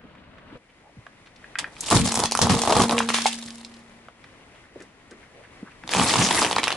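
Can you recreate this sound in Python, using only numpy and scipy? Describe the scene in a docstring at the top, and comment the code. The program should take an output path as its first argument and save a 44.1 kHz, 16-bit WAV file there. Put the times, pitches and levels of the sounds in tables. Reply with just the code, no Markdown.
"""A creeping car tyre bursts a plastic bottle full of beads, then crushes a cucumber, close up.
Each fracture snaps and knocks against the rubber over a dense crunch of tiny breaks; beads pour out,
the shell pops and juice spurts. Heavy drops ring the air in the tyre, which hums on afterwards.
Grit ticks and the tread scuffs on the asphalt over the car's low murmur, and the underside of the
car throws the breaks and contacts back as a short echo."""
import sys
import numpy as np
from scipy import signal
from scipy.fft import rfft, irfft
from scipy.io import wavfile
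from scipy.ndimage import map_coordinates

SR = 44100
rng = np.random.default_rng(int(sys.argv[2]) if len(sys.argv) > 2 else 0)


def transcribe(signal):
    """Save signal, clipped to [-1, 1], as a 16-bit WAV file at the path in sys.argv[1]."""
    frames = np.atleast_2d(signal).T
    limited = np.clip(frames, -1, 1)
    pcm = np.round(limited * 32767).astype(np.int16)
    wavfile.write(sys.argv[1], SR, pcm)


N = 298116

# The featured fractures. Each row: start in seconds, relative snap and knock levels in dB.
FRACTURES = [(1.903, 0.5, -26), (1.912, 1, -2.5), (2.0622, -5, -21), (2.0792, -14, -32), (2.092, -17, -19),
             (2.122, -2, -12.5), (2.1422, -5, -12), (2.156, 3, -34), (2.1741, -1, -9), (2.1917, -2, -16),
             (2.202, -1.5, -11.5), (2.2373, 0, -4), (2.2528, -11, -29), (2.2575, -1, -28),
             (2.3122, -7.5, -27), (2.321, 0.5, -10), (2.3514, -2, -2), (2.3742, -3, -37), (2.391, 0, -1.5),
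             (2.416, 11.5, -16), (2.4704, -10, -3.5), (2.498, -14, -3.5), (2.551, -8, -15),
             (2.6182, -0.5, -12), (2.6361, -11, -6), (2.6754, -9, -2), (2.7122, -16, -5), (2.7239, 0, 1),
             (2.7662, -5, -1), (2.8206, 0, -29), (2.837, -8, -14), (2.8947, -5, -9), (2.9102, -5.5, -8.5),
             (2.981, -0.5, -9), (2.9895, -0.5, -29), (3.0047, -23, -2), (3.089, -7, -10),
             (3.1029, -8.5, -9), (3.1439, 0, -7), (3.186, -11.5, -10.5), (5.877, -19, -24),
             (5.8921, -13, -19.5), (5.9362, -3, -22), (5.9493, -9, -5), (5.969, -17, -9), (5.9972, -3, -3),
             (6.0156, -12, -5.5), (6.1386, -1, -4), (6.157, -7, -2), (6.3098, -2, -4), (6.4191, -7, 0),
             (6.426, -4.5, -9), (6.4479, -3, -12), (6.512, -7, -6.5), (6.5291, -6.5, -14),
             (6.5626, -5, -34), (6.5655, -29, -1.5), (6.5835, -4.5, -6), (6.6326, -5, -9), (6.64, 0.5, -35),
             (6.6725, -11, -8), (6.68, -1, -19), (6.705, -9, -10), (6.719, -8.5, -35), (6.7256, -9.5, -13)]
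# Snaps dull as the bottle flattens, and in the soft cucumber.
# Each row: time in seconds, snap pitch in Hz, knock pitch in Hz.
FRACTURE_TUNING = [(1.9, 7100, 960), (2.2, 7580, 793), (2.36, 6600, 990), (2.75, 5600, 706),
                   (3.1, 2890, 1170), (5.95, 3840, 934), (6.7, 3350, 950)]
# Lesser fractures while the tread lies on an object.
# Each row: start and end in seconds, relative snap and knock levels in dB.
CRACKLE_SPANS = [(2.048, 2.26, -7.5, -22), (2.529, 2.85, -11, -16.5), (6.083, 6.49, -10, -21)]
# Steady grinding of each object. Each row: time in seconds, relative crunch and splinter levels in dB.
BOTTLE_GRIND = [(1.6, -44.5, -85), (1.76, -56.5, -50.5), (1.89, -36.5, -29.5), (2.29, -54, -56.5),
                (2.58, -35, -31), (2.85, -31.5, -36), (3.07, -41.5, -39), (3.19, -43, -28),
                (3.38, -53, -39.5), (3.72, -56, -55), (4.05, -77, -74)]
CUCUMBER_GRIND = [(5.82, -65, -84), (5.87, -56, -60), (5.92, -34, -28), (6.1, -26.5, -23), (6.43, -28, -26),
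                  (6.53, -34.5, -37), (6.745, -38, -47)]
# An object gives way and the tyre drops onto it.
# Each row: start and hold in seconds, relative thud, crunch and splinter levels in dB.
CAVE_INS = [(1.912, 0.047, -25, -18, -23), (1.946, 0.018, -16.5, -28, -13.5),
            (1.99, 0.045, -22, -39, -31.5), (2.033, 0.053, -32, -34, -25.5),
            (2.158, 0.091, -35.5, -28.5, -35), (2.411, .035, -21, -22, -31),
            (2.49, 0.053, -21.5, -21.5, -24), (2.669, 0.12, -36, -23.5, -30), (2.745, 0.076, -26, -19, -24),
            (2.905, 0.031, -35.5, -23, -35), (5.953, 0.076, -25.5, -25.5, -44),
            (6.166, 0.063, -27.5, -31, -55), (6.374, 0.075, -48, -29, -31)]
# Tone of the thud, the crunch and both kinds of splinter. Each row: frequency in Hz, gain in dB.
THUD_EQ = [(20, -9), (45, -14), (90, -2), (130, -1.5), (190, 1), (260, 0), (400, -42)]
CRUNCH_EQ = [(130, -32), (260, -3.5), (400, -1), (600, -4), (900, 0), (1200, -3), (1600, -14),
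             (2600, -26.5)]
PLASTIC_EQ = [(900, -22.5), (1700, 2), (2600, 1), (3800, 5.5), (6000, 1.5), (8000, 3), (11000, -2)]
PULP_EQ = [(900, -18), (1700, 1.5), (2600, 1), (3800, -1.5), (6000, -1), (8000, -1), (11000, -6)]
# The wall tears open. Each row: start in seconds, level in dB, 60 dB decay in seconds, low cut in Hz.
WALL_TEARS = [(1.586, -16.5, 0.063, 1150), (1.806, -16, 0.029, 6370), (1.86, -25.5, 0.099, 4100),
              (1.913, -19, 0.13, 700), (2.418, -23.5, 0.2, 1800), (2.494, -17.5, 0.14, 1540),
              (2.819, -20, 0.057, 2480), (3.088, -20.5, 0.12, 900), (3.138, -20, 0.32, 1170),
              (3.263, -14, 0.094, 2070), (6.585, -30, 0.033, 900)]
# The shell buckles. Each row: start in seconds, relative level in dB.
SHELL_BUCKLES = [(1.443, -26.5), (1.5552, -11), (1.643, -12.5), (3.003, -11), (6.584, -30.5)]
# Modes of shell and cap. Each row: pitch in Hz, relative level in dB, 60 dB decay in seconds.
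SHELL_MODES = [(1405, -12, 0.066), (1628, 4.5, 0.02), (1770, 1.5, 0.015), (1876, -3.5, 0.022),
               (2450, -5, 0.026), (3020, -2, 0.0073), (4700, -18, 0.011)]
CAP_MODES = [(796, -10.5, 0.046), (866, -10.5, 0.044), (660, -39, 0.073), (1030, -25, .035),
             (2130, -18.5, 0.034)]
# Cucumber juice. Each row: centre in seconds, level in dB, pitch in Hz, half length in seconds.
JUICE_SPURTS = [(6.042, -31, 9100, 0.02), (6.096, -27, 4630, 0.035), (6.248, -22.5, 5700, 0.027),
                (6.381, -21, 1910, 0.0059), (6.383, -29, 9500, 0.043), (6.591, -23, 2030, 0.01),
                (6.666, -34, 2900, 0.015)]
# Drops that ring the tyre air. Each row: start in seconds, relative first and second mode levels in dB.
HEAVY_DROPS = [(1.911, -28.5, -23.5), (2.415, -28, -28), (2.53, -43, -23.5), (2.77, -26, -22.5),
               (2.93, -31, -23.5)]
# Loose beads and grit. Each row: start in seconds, relative level in dB, pitch in Hz.
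GRIT_TICKS = [(0.152, -39, 1680), (0.383, -37.5, 1880), (1.066, -23.5, 1310), (1.26, -39, 2860),
              (1.271, -37, 2580), (1.361, -40.5, 4200), (1.766, -27, 2400), (3.425, -27, 4670),
              (3.461, -26, 6500), (3.505, -23.5, 4520), (3.648, -23, 4800), (3.74, -36.5, 4550),
              (4.085, -25, 1150), (4.241, -31.5, 2220), (4.803, -43, 6200), (4.822, -40, 7200),
              (5.11, -38.5, 6060), (5.837, -24, 1490)]
# Dull knocks. Each row: start in seconds, relative level in dB, pitch in Hz, 60 dB decay in seconds.
CAR_BUMPS = [(0.038, -35, 240, 0.087), (0.523, -41, 234, 0.092), (.553, -38.5, 420, 0.068),
             (.966, -35, 133, 0.11), (1.601, -46, 200, .1), (3.451, -41, 172, .11),
             (4.758, -33, 400, 0.053), (4.8, -41, 378, 0.13), (5.111, -45.5, 360, 0.21),
             (5.626, -28.5, 254, 0.042), (5.84, -39, 245, .09)]
# Tread blocks slip on asphalt. 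Each row: centre in seconds, level in dB, pitch in Hz.
TREAD_SCUFFS = [(.7, -58, 2200), (.875, -53, 710), (4.555, -52, 2660), (4.65, -54, 1680),
                (4.812, -47.5, 1740), (5.125, -52, 1517), (5.235, -51.5, 1710), (5.39, -50, 507),
                (5.445, -48, 1730), (5.675, -48, 1290), (5.72, -53, 2100)]
# Tone of the car's murmur, at first and from then on. Each row: frequency in Hz, gain in dB.
OPENING_MURMUR_EQ = [(15, -41), (25, -8.5), (229, -4.5), (391, -13), (603, -10.5), (840, -18), (954, -14),
                     (1230, -13.5), (1510, -14), (4400, -31.5), (5390, -38.5), (11000, -46.5), (14300, -85),
                     (22000, -120)]
MAIN_MURMUR_EQ = [(15, -35.5), (25, 0), (64, -3), (128, -1), (160, -2.5), (267, -1), (353, -4.5), (518, -5),
                  (907, -8), (1000, -7.5), (1710, -10), (1950, -6.5), (2850, -15), (11000, -28.5),
                  (14300, -69), (22000, -120)]
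# Fader ride of the murmur. Each row: time in seconds, level in dB.
MURMUR_LEVEL = [(0, -50.5), (.4, -49), (.56, -43.5), (.585, -59), (1.0, -54), (1.7, -50.5), (3.9, -52.5),
                (4.45, -52), (4.95, -53.5), (5.8, -50)]
# Stereo image of the murmur. Each row: frequency in Hz, left-right likeness from 0 to 1.
MURMUR_LIKENESS = [(60, 1), (170, .93), (500, 0.74), (1400, 0.56), (4000, 0.34), (11000, 0.32)]
# Echo between road and car. Each row: frequency in Hz, 60 dB decay in seconds.
UNDERBODY_DECAY = [(100, 0.087), (900, 0.13), (2500, 0.22), (10000, 0.12)]


def cracks(snap_db, snap_cycles, jerk_db, jerk_s, knock_db, knock_cycles, shatter_db, shatter_t60):
    """Each fracture snaps, runs on in a few weaker jerks, sheds shards and knocks on the rubber."""
    out, shatter = np.zeros((2, 2, N))
    shards = unit(band(grains(9000, spread_db=2, width=0.98), 2200, 11000))
    snap_hz, knock_hz = curves(FRACTURE_TUNING)
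    for (s, db, low_db), chance in zip(FRACTURES + lesser_cracks(), rng.standard_normal((256, 5, 3))):
        lag, polarity, _ = chance[0]
        hz = snap_hz[round(s * SR)] * np.exp(0.23 * chance[1, 0])
        low_hz = knock_hz[round(s * SR)] * np.exp(0.1 * chance[1, 1])
        t = stereo_times(lag * 2e-5)[:, :SR // 20]
        snap = amp(db + snap_db) * ring(t, hz, snap_cycles / hz)
        attack = 1 - fade(np.abs(t), 0.0015)
        knock = amp(low_db + knock_db) * ring(t, low_hz, knock_cycles / low_hz) * attack
        add(out, s, np.sign(polarity) * (snap + knock))
        for k, (late, detune, side) in enumerate(chance[2:], 1):
            jerk_hz = np.clip(hz * np.exp(0.37 * detune), 1500, 10000)
            gain = amp(db + jerk_db - 2 * k + 2 * side * np.array([[1], [-1]]))
            add(out, s + jerk_s * (k + .3 * late), gain * ring(t, jerk_hz, snap_cycles / jerk_hz))
        add(shatter, s, amp(db + shatter_db) * fade(t, shatter_t60))
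    return out + shatter * shards


def lesser_cracks(per_second=30):
    """Extra fracture rows, loosely timed, that fill each span of crackling."""
    rows = []
    for start, end, snap_db, knock_db in CRACKLE_SPANS:
        times = start + (np.arange(64) + rng.random(64)) / per_second
        scatter_db = rng.standard_normal((64, 2))
        rows += [(s, snap_db + a, knock_db + b) for s, (a, b) in zip(times, scatter_db) if s < end]
    return rows


def crush(grind, splinter_eq, cycles, splinter_trim_db, fizz_db, thud_cut_hz, clump_db, rumble_db):
    """Tiny breaks come in clumps: the tyre carcass thuds, the object crunches, its splinters crackle."""
    crunch_db, splinter_db = curves(grind)
    grinding = amp([crunch_db + rumble_db, crunch_db, splinter_db])
    thud_gain, crunch_gain, splinter_gain = np.hypot(grinding, cave_in_gains())
    t = np.arange(N) / SR
    start, end = grind[0][0], grind[-1][0] + .03
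    clumps = amp(clump_db * wobble(130))
    jolts = colour(grains(900, spread_db=2, width=0.23), THUD_EQ)
    thud = amp(2) * thud_gain * unit(band(jolts, thud_cut_hz, 600))
    crunch = crunch_gain * unit(colour(clumps * grains(1800, spread_db=3, width=0.13), CRUNCH_EQ))
    chips = unit(splinters(start, end, cycles)) * np.sqrt((end - start) * SR / N)
    fizz = amp(fizz_db) * rng.standard_normal((2, N))  # breaks too small to tell apart
    crackle = colour(clumps * (chips + fizz), splinter_eq)
    crackle /= np.std(crackle[:, round(start * SR):round(end * SR)])
    return ((t > start) & (t < end)) * (thud + crunch + amp(splinter_trim_db) * splinter_gain * crackle)


def cave_in_gains(attack_s=.012, release_t60=.16):
    """Envelopes for thud, crunch and splinters: each cave-in hits fast, holds and dies away."""
    t = np.arange(N) / SR
    power = np.zeros((3, N))
    for s, hold, *levels_db in CAVE_INS:
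        shape = np.clip((t - s) / attack_s, 0, 1) * fade(np.maximum(t - s - hold, 0), release_t60)
        power += (amp(levels_db)[:, None] * shape) ** 2
    for s, _, knock_db in FRACTURES:  # each knock also shakes the carcass, adding thud
        add(power[:1], s, (amp(knock_db - 38) * fade(t[:SR // 4], t60=0.22)) ** 2)
    return np.sqrt(power)


def splinters(start, end, cycles, spread_db=8.5, width=0.192, count=6500):
    """Tiny breaks scattered between two times, each ringing a few cycles at its own pitch."""
    when, pitch = rng.random((2, count, 1))
    size, side, lag = rng.standard_normal((3, count, 1))
    hz = 1000 + 11000 * pitch
    offsets = np.arange(96)
    index = (((start + (end - start) * when) * SR).astype(int) + offsets).ravel()
    strength = amp(spread_db * np.minimum(size, 2)) * np.sqrt(hz)
    channels = []
    for way in (1, -1):
        t = offsets / SR - 5e-5 - way * lag * 2.5e-5
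        pings = strength * (1 + way * width * side) * ring(t, hz, cycles / hz)
        channels.append(np.bincount(index, pings.ravel(), N)[:N])
    return np.array(channels)


def tears():
    """A tear is a sudden rush of breaks and bead collisions that dies away."""
    out, t = np.zeros((2, N)), stereo_times(0)
    collisions = grains(9000, spread_db=4, width=.6)
    rattle = colour(collisions, [(1000, 2), (3000, 0), (6000, -3.5), (11000, -8.5)])
    for s, db, t60, low_cut_hz in WALL_TEARS:
        swell = np.zeros((2, N))
        add(swell, s, amp(db) * fade(t, t60) * (1 - fade(t, 0.011)))
        out += swell * unit(band(rattle, low_cut_hz, 11000))
    return out


def plastic_pops(cap_s):
    """The shell buckles with a hollow tick; the cap springs out from under the tread with a lower pop."""
    out, t = np.zeros((2, N)), stereo_times(1e-5)
    attack = 1 - fade(np.abs(t), 0.0036)
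    for s, db in SHELL_BUCKLES:
        for hz, mode_db, t60 in SHELL_MODES:
            detune = 1 + 0.012 * rng.standard_normal()
            add(out, s, amp(db + mode_db - 10.5) * ring(t, hz * detune, t60) * attack)
    add(out, cap_s, sum(amp(db) * ring(t, hz, t60) for hz, db, t60 in CAP_MODES))
    return out


def spurts(band_ratio):
    """Juice fizzes through a split in the skin; the size of the split sets the pitch."""
    fizz = grains(4500, spread_db=7, width=0.25)
    return sum(swish(fizz, s, db, hz, half_s, band_ratio) for s, db, hz, half_s in JUICE_SPURTS)


def tyre_air(cavity_hz, waver, release_s, recede_s):
    """Heavy drops ring the air in the tyre: a hum with one wavelength round the ring, and its octave."""
    t = np.arange(N) / SR
    first, second = np.zeros((2, N))
    for s, first_db, second_db in HEAVY_DROPS:
        attack = np.clip((t - s) / 0.03, 0, 1)
        boom = amp(-0.5) * fade(t - s, t60=0.9)
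        first = np.hypot(first, amp(first_db) * attack * (boom + fade(t - s, t60=2.65)))
        second = np.hypot(second, amp(second_db) * attack * fade(t - s, t60=0.56))
    load = np.interp(t - release_s, [0, .15], [1, .06])  # the pitch steadies once off the bottle
    phase = 2 * np.pi * cavity_hz * t + waver * load * wobble(21)
    nearness = 1 / (1 + (np.maximum(t - recede_s, 0) / 0.57) ** 2)  # the wheel moves off
    return nearness * (first * np.sin(phase) + second * np.sin(2 * phase))


def ticks(trim_db, grit_t60, bead_t60):
    """Hard beads tick loud and short; the quieter grit scrapes a little longer."""
    out, t = np.zeros((2, N)), stereo_times(0)
    for s, db, hz in GRIT_TICKS:
        chip = rng.standard_normal(t.shape[1]) + .5 * rng.standard_normal(t.shape)
        t60 = np.interp(db, [-36, -26], [grit_t60, bead_t60])
        add(out, s, amp(db + trim_db) * unit(band(chip, hz / 1.9, hz * 1.34)) * fade(t, t60))
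    return out


def bumps(trim_db):
    """Dull, soft-edged knocks from around the car."""
    out, t = np.zeros((2, N)), stereo_times(0)
    for s, db, hz, t60 in CAR_BUMPS:
        push = rng.standard_normal(t.shape[1]) + 0.077 * rng.standard_normal(t.shape)
        dull = unit(steep_band(push, hz / 2, hz * 1.45))
        add(out, s, amp(db + trim_db) * dull * fade(t, t60) * (1 - fade(t, 0.0077)))
    return out


def scuffs(band_ratio, half_cycles):
    """Rubber slips briefly over the stones: a rough, narrow rasp that lasts longer the lower it is."""
    slips = grains(2500, spread_db=7.5, width=0.25)
    return sum(swish(slips, s, db, hz, half_cycles / hz, band_ratio) for s, db, hz in TREAD_SCUFFS)


def car_murmur(tone_switch_s):
    """Low bed of the creeping car, a little to the left, with fine grit rustling under the tread."""
    level_db, = curves(MURMUR_LEVEL)
    hz = np.fft.rfftfreq(N, 1 / SR)
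    spread = np.arccos(np.clip(along(MURMUR_LIKENESS, hz), 0, 1)) / 2
    mid, side = rfft(rng.standard_normal((2, N))) * [np.cos(spread), np.sin(spread)]
    right_delay = np.exp(-2j * np.pi * hz * 9e-5)
    noise = irfft([mid + side, (mid - side) * right_delay], N)
    opening = np.arange(N) / SR < tone_switch_s
    murmur = np.where(opening, unit(colour(noise, OPENING_MURMUR_EQ)), unit(colour(noise, MAIN_MURMUR_EQ)))
    rustle = unit(steep_band(noise, 1100, 3400) * amp(5 * wobble(60)))
    gain = amp(level_db + 1.1 * wobble(14))
    grit = unit(steep_band(grains(90, spread_db=4, width=.5), 1200, 3000))
    return gain * (murmur + amp(-20.5) * rustle + amp(-15) * grit) * amp([[1], [-1]])


def underbody(x):
    """Scattered echoes between road and car, nearly centred in the bass and wider above."""
    hz, t, noise = signal.stft(rng.standard_normal((3, SR // 4)), SR, nperseg=128)
    width = along([(200, 0.2), (900, 0.89), (2500, 0.31), (6000, 0.88)], hz)[:, None]
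    scatter = noise[:2] * width + noise[2] * np.sqrt(1 - width ** 2)
    _, tail = signal.istft(scatter * fade(t, along(UNDERBODY_DECAY, hz)[:, None]), SR, nperseg=128)
    tail = np.pad(tail, ((0, 0), (SR // 500, 0)))  # 2 ms pre-delay
    return signal.fftconvolve(x, tail / np.linalg.norm(tail[0]), axes=1)[:, :N]


def grains(rate, spread_db, width):
    """Random stereo clicks, about rate a second; width sets how unlike the two sides are."""
    chance, size, side = rng.random(N), rng.standard_normal(N), rng.standard_normal(N)
    pulses = (chance < rate / SR) * amp(spread_db * np.clip(size, -2, 2)) * rng.choice([-1, 1], N)
    return unit(pulses * np.array([1 + width * side, 1 - width * side]))


def swish(texture, s, db, hz, half_s, band_ratio):
    """A narrow band of a texture that swells to a peak at time s and fades."""
    swell = np.exp(-((np.arange(N) / SR - s) / half_s) ** 2)
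    return amp(db) * swell * unit(band(texture, hz / band_ratio, hz * band_ratio))


def ring(t, hz, t60):
    """One damped mode."""
    return np.sin(2 * np.pi * hz * t) * fade(t, t60)


def fade(t, t60):
    """Decay from t = 0, falling 60 dB in t60 seconds."""
    return (t >= 0) * np.exp(-np.log(1000) * np.abs(t) / t60)


def wobble(rate):
    """A smooth random curve, rate knots a second."""
    return map_coordinates(rng.standard_normal(4096), [np.arange(N) * rate / SR], mode="wrap")


def colour(x, eq, size=4096):
    """Minimum-phase EQ through (Hz, dB) points."""
    cepstrum = irfft(np.log(amp(along(eq, np.fft.rfftfreq(size, 1 / SR)))))
    cepstrum[1:size // 2] *= 2
    cepstrum[size // 2 + 1:] = 0
    return signal.fftconvolve(x, irfft(np.exp(rfft(cepstrum)))[None], axes=1)[:, :N]


def band(x, lo_hz, hi_hz):
    """Gentle band-pass."""
    sos = signal.butter(2, [lo_hz, min(hi_hz, SR / 2 - 1)], "band", fs=SR, output="sos")
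    return signal.sosfilt(sos, x)


def steep_band(x, lo_hz, hi_hz):
    """Two band-passes in series."""
    return band(band(x, lo_hz, hi_hz), lo_hz, hi_hz)


def along(points, hz):
    """Read (Hz, value) points on a log frequency axis."""
    knots_hz, values = np.transpose(points)
    return np.interp(np.log(hz + 1), np.log(knots_hz), values)


def curves(rows):
    """An automation curve for each column after the time."""
    times, *columns = np.transpose(rows)
    return [np.interp(np.arange(N) / SR, times, column) for column in columns]


def stereo_times(lag):
    """Time since a hit on the left and right, lag seconds apart."""
    return np.arange(SR // 4) / SR + np.array([[lag], [-lag]]) / 2


def add(track, s, sound):
    """Mix a sound in at time s."""
    part = track[:, round(s * SR):][:, :sound.shape[-1]]
    part += sound[..., :part.shape[-1]]


def amp(db):
    """Decibels to gain."""
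    return 10 ** (np.asarray(db) / 20)


def unit(x):
    """Scale to rms 1."""
    return x / np.sqrt(np.mean(x ** 2) + 1e-20)


def scene():
    """A sharp bus and a dense bus, each with its echo, over the tyre's hum and the car's murmur."""
    fractures = cracks(snap_db=3, snap_cycles=5.73, jerk_db=-4, jerk_s=.0008,
                       knock_db=3.5, knock_cycles=5.22, shatter_db=-13, shatter_t60=0.0058)
    sharp = band(fractures + plastic_pops(cap_s=3.2572), 400, SR / 2)  # the snaps, knocks and pops are kept above 400 Hz
    bottle = crush(BOTTLE_GRIND, PLASTIC_EQ, cycles=10, splinter_trim_db=-1, fizz_db=-3,
                   thud_cut_hz=18, clump_db=3.5, rumble_db=-12)
    cucumber = crush(CUCUMBER_GRIND, PULP_EQ, cycles=12, splinter_trim_db=.5, fizz_db=-16,
                     thud_cut_hz=75, clump_db=2.04, rumble_db=-11.5)
    dense = bottle + cucumber + tears() + spurts(band_ratio=1.19)
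    dense += ticks(trim_db=-8, grit_t60=0.043, bead_t60=0.019) + bumps(trim_db=3.5)
    dense += scuffs(band_ratio=1.26, half_cycles=25)
    echoes = amp(-8) * underbody(sharp) + amp(-10.5) * underbody(dense)
    hum = tyre_air(cavity_hz=231.9, waver=0.6, release_s=2.96, recede_s=3.44)
    return sharp + dense + echoes + hum + car_murmur(tone_switch_s=.57)


def record(dry):
    """Soft clipping rounds the highest peaks; a steep low-pass takes off the very top."""
    ceiling, top_hz = 0.42, 11150
    rounded = dry / (1 + (dry / ceiling) ** 4) ** (1 / 4)
    hz = np.fft.rfftfreq(N, 1 / SR)
    return irfft(rfft(rounded) / np.sqrt(1 + (hz / top_hz) ** 140), N)


dry = scene()
out = record(dry)
transcribe(out)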